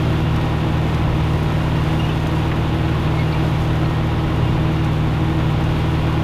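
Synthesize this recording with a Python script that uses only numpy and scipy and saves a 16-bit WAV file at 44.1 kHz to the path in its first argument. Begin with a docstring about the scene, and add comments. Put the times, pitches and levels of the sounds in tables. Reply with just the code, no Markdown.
"""A deep, steady diesel drone, heard from the back of a tractor's cab as it pulls a disc harrow.
The six-cylinder engine runs at full governed speed and knocks once per firing; the gears whine
and the chassis rumbles over the ground. Behind, the harrow's steel discs hiss through soil and
dry stubble, squeak now and then and strike a stone."""
import sys
import numpy as np
from scipy import signal
from scipy.fft import rfft, irfft
from scipy.io import wavfile

SR = 44100
rng = np.random.default_rng(int(sys.argv[2]) if len(sys.argv) > 2 else 0)


def persist_wave(psi):
    """Save psi, clipped to +-1, as 16-bit WAV."""
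    counts = np.round(np.clip(psi, -1, 1) * 32767).astype(np.int16)
    wavfile.write(sys.argv[1], SR, np.atleast_2d(counts).T)


N = 274743
TIME = np.arange(N) / SR
BINS = np.maximum(np.arange(N // 2 + 1) * SR / N, 1)  # f/Hz

# tones of the drone: multiple of the engine's cycle rate, relative level/dB
DRONE_TONES = [(1, -32), (2, -13), (3, -28), (4, -2), (5, -10), (6, -1), (7, -9.5), (8, 1), (9, -19),
               (10, -16.5), (11, -21), (12, -17.5), (13, -13.5), (14, -41), (15, -16.5), (16, -12.5),
               (17, -22), (18, -22), (19, -17), (20, -29), (21, -21), (22, -22.5), (23, -23.5), (24, -24),
               (25, -21.5), (26, -24), (27, -22), (28, -42), (29, -28.5), (30, -23)]

def drone(cycles, shimmer_db, wobble, smear):
    """Exhaust and cab boom. Firing gives every sixth tone; unequal cylinders fill in the rest."""
    out = np.zeros(N)
    for multiple, db in DRONE_TONES:
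        # silencer and cab delay each tone differently, smearing the pulses into an even hum
        turns = multiple * cycles + smear * multiple ** 2
        gain = from_db(db + shimmer_db * drift(1.1))
        out += gain * np.sin(2 * np.pi * turns + wobble * drift(0.49))
    return rms_one(out)


# tone colour of the rumble: f/Hz, level/dB per Hz
RUMBLE_SPECTRUM = [(10, -60), (24, -47), (50, -49), (100, -51), (130, -44), (150, -48.5), (175, -52.5),
                   (245, -52), (275, -59.5), (320, -50.5), (370, -57.5), (500, -57.5)]
# bumps under the tyres: middle t/s, length/s, rise/dB
GROUND_BUMPS = [(.2, .35, 0), (1.1, .35, 5.5), (1.9, 0.36, 0), (4.48, 0.69, 6.5)]

def chassis(smooth_db, jolt_top_hz, level_db):
    """Tyres and frame rumble; bumps swell the deepest part."""
    rumble = from_db(level_db) * colour(rng.standard_normal(N), RUMBLE_SPECTRUM)
    deep = signal.sosfiltfilt(signal.butter(2, jolt_top_hz, fs=SR, output="sos"), rumble)
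    return rumble + deep * (from_db(smooth_db + humps(GROUND_BUMPS)) - 1)


# tone colour of the engine block and panels: f/Hz, level/dB per Hz
CLATTER_SPECTRUM = [(550, -60.5), (730, -60), (820, -57.5), (870, -60.5), (950, -59), (1150, -61.5),
                    (1230, -64.5), (1450, -63.5), (1580, -67.5), (2600, -68.5), (2830, -70), (2980, -70.5),
                    (3550, -70.5), (4200, -77)]

def clatter(cycles, knock_db, rattle_db, throb, throb_top_hz, flutter_db):
    """Knock and loose rattle ring through block and panels; the low part throbs with the crankshaft."""
    crank = 4 * np.pi * cycles
    beat = .8 * np.cos(crank) + np.cos(2 * crank) + .7 * np.cos(3 * crank)
    rattle = from_db(rattle_db + flutter_db * drift(15)) * rng.standard_normal(N)
    knocks = from_db(knock_db) * knock(cycles, ring_share=0.79, scatter_db=3.0)
    body = colour(rattle + knocks, CLATTER_SPECTRUM)
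    low = signal.sosfiltfilt(signal.butter(2, throb_top_hz, fs=SR, output="sos"), body)
    return body + throb * beat * low


def knock(cycles, ring_share, scatter_db):
    """Each of six cylinders raps the engine block in its own way; only the strength varies."""
    position = np.arange(2048) / 2048  # through one cycle
    raps = rng.standard_normal(len(position)) * np.exp(-(6 * position % 1) / ring_share)
    firing = (6 * cycles).astype(int)
    strength = from_db(scatter_db * rng.standard_normal(firing[-1] + 1))
    return rms_one(np.interp(cycles, position, raps, period=1) * strength[firing])


# gears, pump and fan at average speed: f/Hz, level/dB
WHINE_TONES = [(262, -42), (323, -32.5), (621, -45.5), (641, -47), (706, -47), (796, -47.5), (834, -45.5),
               (969, -44), (1087, -47), (1243, -56), (1292, -48), (1863, -49), (2794, -50.5), (2835, -52.5)]
# swells of the loudest whine: middle t/s, length/s, rise/dB
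WHINE_SWELLS = [(.62, .2, 3), (5.33, 0.33, 6), (5.92, 0.46, 4.5)]

def whines(rpm, shimmer_db, wobble, unsteady_hz):
    """Gear teeth and blades follow the engine and waver as the load shifts, the high tones most."""
    turned = np.cumsum(rpm / rpm.mean()) / SR
    loudest_db = max(db for hz, db in WHINE_TONES)
    out = np.zeros(N)
    for hz, db in WHINE_TONES:
        unsteady = 1 + hz / unsteady_hz
        phase = 2 * np.pi * (hz * turned + rng.random()) + unsteady * wobble * drift(2.8)
        shimmer = from_db(unsteady * shimmer_db * drift(3.6))
        swell_db = humps(WHINE_SWELLS) if db == loudest_db else 0
        out += from_db(db + swell_db) * rms_one(shimmer * np.sin(phase))
    return out


# stones hitting the harrow: t/s, level/dB, lowest f/Hz, highest f/Hz, fade time/s
STONE_HITS = [(2.094, -36, 1200, 3100, .06), (2.516, -22, 300, 2300, .07), (2.532, -25, 280, 1400, .094),
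              (3.19, -40, 3500, 4670, .25), (3.324, -33, 3500, 4700, .06)]

def stones():
    """A stone sets the steel ringing at many pitches at once; the earth soon stills it."""
    out = np.zeros(N)
    for start, db, low, high, fade_s in STONE_HITS:
        band = signal.butter(4, [low, high], "band", fs=SR, output="sos")
        ring = signal.sosfilt(band, burst(start, fade_s) + 1e-18)
        out += from_db(db) * np.sqrt(SR / 2 / (high - low)) * ring
    return out


# discs rubbing on their scrapers: t/s, length/s, f/Hz, peak level/dB
DISC_SQUEAKS = [(1.992, 0.024, 2820, -25.5), (2.034, .029, 2840, -29.5), (2.087, .019, 3030, -31.5),
                (2.089, .036, 2620, -31.5), (3.172, .056, 2160, -29), (3.328, 0.028, 2350, -30.5),
                (3.842, .026, 4240, -41), (4.42, .035, 2820, -36.5)]

def squeaks(waver, octave_db):
    """Steel sticks and slips on steel: a short unsteady tone with a faint octave above."""
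    out = np.zeros(N)
    for start, length, hz, db in DISC_SQUEAKS:
        progress = np.clip((TIME - start) / length, 0, 1)
        gain = from_db(db) * np.sqrt(np.abs(np.sin(np.pi * progress)))
        phase = 2 * np.pi * np.cumsum(hz * (1 + waver * drift(148))) / SR
        out += gain * (np.sin(phase) + from_db(octave_db) * np.sin(2 * phase))
    return out


# tone colour of soil and stalks: f/Hz, level/dB per Hz
SOIL_SPECTRUM = [(4200, -81.5), (5200, -85.5), (6900, -88.5), (8000, -93.5), (10000, -91.5), (11400, -99),
                 (12300, -90.5), (13200, -94), (14300, -100.8), (15600, -104.9)]
# the hiss as the discs bite deeper or ride up: t/s, relative level/dB
DISC_BITE = [(0.05, -48.5), (0.3, -50), (1.0, -50), (2.0, -48), (2.75, -50.5), (3.62, -48.5), (4.06, -51),
             (5.01, -50.5), (5.59, -50.5), (5.86, -48.5), (6.15, -50.5)]

def soil(bite_db, crumbs_per_s, crumb_db, slide_db, clump_db):
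    """Earth slides over the discs, and crumbs patter down in clumps."""
    sizes = from_db(4.2 * np.minimum(rng.exponential(1, N), 4)) * rng.choice([-1, 1], N)
    lands = rng.random(N) < crumbs_per_s * from_db(clump_db * drift(12)) / SR
    flow = from_db(slide_db) * rng.standard_normal(N) + from_db(crumb_db) * rms_one(sizes * lands)
    flicker = from_db(.5 * drift(13.0))
    return colour(flow * swing(bite_db, share=1.0) * flicker, SOIL_SPECTRUM)


# stalks breaking: t/s, relative level/dB
STALK_SNAPS = [(0.3616, -36), (0.9467, -36), (1.3344, -40), (1.4312, -40), (1.5219, -40), (2.2707, -33.5),
               (2.3531, -38), (3.7549, -39), (4.8449, -36), (4.9307, -41), (5.6394, -37), (6.1265, -39)]

def stalks(crack_db, crack_s, splinter_db, splinter_s):
    """A dry stalk breaks with a sharp crack and a short splintering."""
    breaks = np.zeros(N)
    for start, db in STALK_SNAPS:
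        breaks += from_db(db + crack_db) * burst(start, crack_s)
        breaks += from_db(db + splinter_db) * burst(start, splinter_s)
    return colour(breaks, SOIL_SPECTRUM)


def from_db(db):
    """Decibels to gain."""
    return 10 ** (np.asarray(db) / 20)


def rms_one(x):
    """Scale to an average strength (rms) of 1."""
    return x / np.sqrt(np.mean(x ** 2) + 1e-20)


def in_time(rows):
    """Each column of a curve, at every sample."""
    s, *columns = np.transpose(rows)
    return [np.interp(TIME, s, c) for c in columns]


def swing(level_db, share):
    """Gain that follows a share of a level's ups and downs."""
    return from_db(share * (level_db - level_db.mean()))


def drift(rate):
    """Smooth random wandering with a spread of 1."""
    r = np.exp(-80 * np.pi * rate / SR)
    slow = signal.lfilter([1], [1, -2 * r, r * r], rng.standard_normal(N // 40 + 2002))[2000:]
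    return np.interp(np.arange(N) / 40, np.arange(len(slow)), rms_one(slow))


def colour(white, spectrum):
    """Give plain noise a tone colour that falls steeply beyond the table's ends."""
    hz, db = np.transpose(spectrum)
    skirts = np.sqrt((1 + (hz[0] / BINS) ** 12) * (1 + (BINS / hz[-1]) ** 12))
    gain = from_db(np.interp(np.log(BINS), np.log(hz), db)) / skirts
    return irfft(rfft(white) * gain * np.sqrt(SR / 2), N)


def burst(start, t60):
    """Noise that starts at once and fades by 60 dB in t60 seconds."""
    age = TIME - start
    return rng.standard_normal(N) * (age >= 0) * from_db(-60 * np.clip(age / t60, 0, 2))


def humps(rows):
    """Add up smooth rises and falls, each with its middle, length and height."""
    return sum(height * np.cos(np.pi * np.clip((TIME - middle) / length, -.5, .5)) ** 2
               for middle, length, height in rows)


# heavy soil slows the engine until its speed governor catches up: middle t/s, length/s, drop/rpm
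SPEED_SAGS = [(1.22, 0.896, 12.08), (4.2, 0.449, 18.12), (5.05, 1.319, 11.9)]

def scene():
    """Tractor in front, harrow behind; the drag of the soil sets the engine's speed and effort."""
    sag_rpm = humps(SPEED_SAGS)
    rpm = 2333.6 - sag_rpm + 2.5 * drift(2.07)  # the governor never quite settles
    cycles = np.cumsum(rpm / 120) / SR  # one engine cycle is two turns of the crankshaft
    bite_db, = in_time(DISC_BITE)
    # a slowed engine gets more fuel and booms, while its slower parts clatter less
    boom = from_db(-18.65 + 0.014 * sag_rpm)
    shaking = swing(-0.0258 * sag_rpm + .35 * bite_db, share=0.69)
    tractor = boom * drone(cycles, shimmer_db=.5, wobble=0.035, smear=.172)
    tractor += shaking * clatter(cycles, knock_db=-12.5, rattle_db=-0.36, throb=0.14,
                                 throb_top_hz=1500, flutter_db=0.62)
    tractor += whines(rpm, shimmer_db=1.55, wobble=0.29, unsteady_hz=1800)
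    tractor += chassis(smooth_db=-2.2, jolt_top_hz=168, level_db=0.3)
    harrow = soil(bite_db, crumbs_per_s=700, crumb_db=-7.5, slide_db=-1, clump_db=4.5)
    harrow += stalks(crack_db=52.5, crack_s=0.0025, splinter_db=43, splinter_s=0.056)
    harrow += squeaks(waver=0.01094, octave_db=-25) + stones()
    return (tractor + harrow)[None]


def record(dry):
    """Treble above 15700 Hz is cut steeply."""
    return signal.sosfilt(signal.ellip(12, .1, 90, 15700, fs=SR, output="sos"), dry)


dry = scene()
out = record(dry)
persist_wave(out)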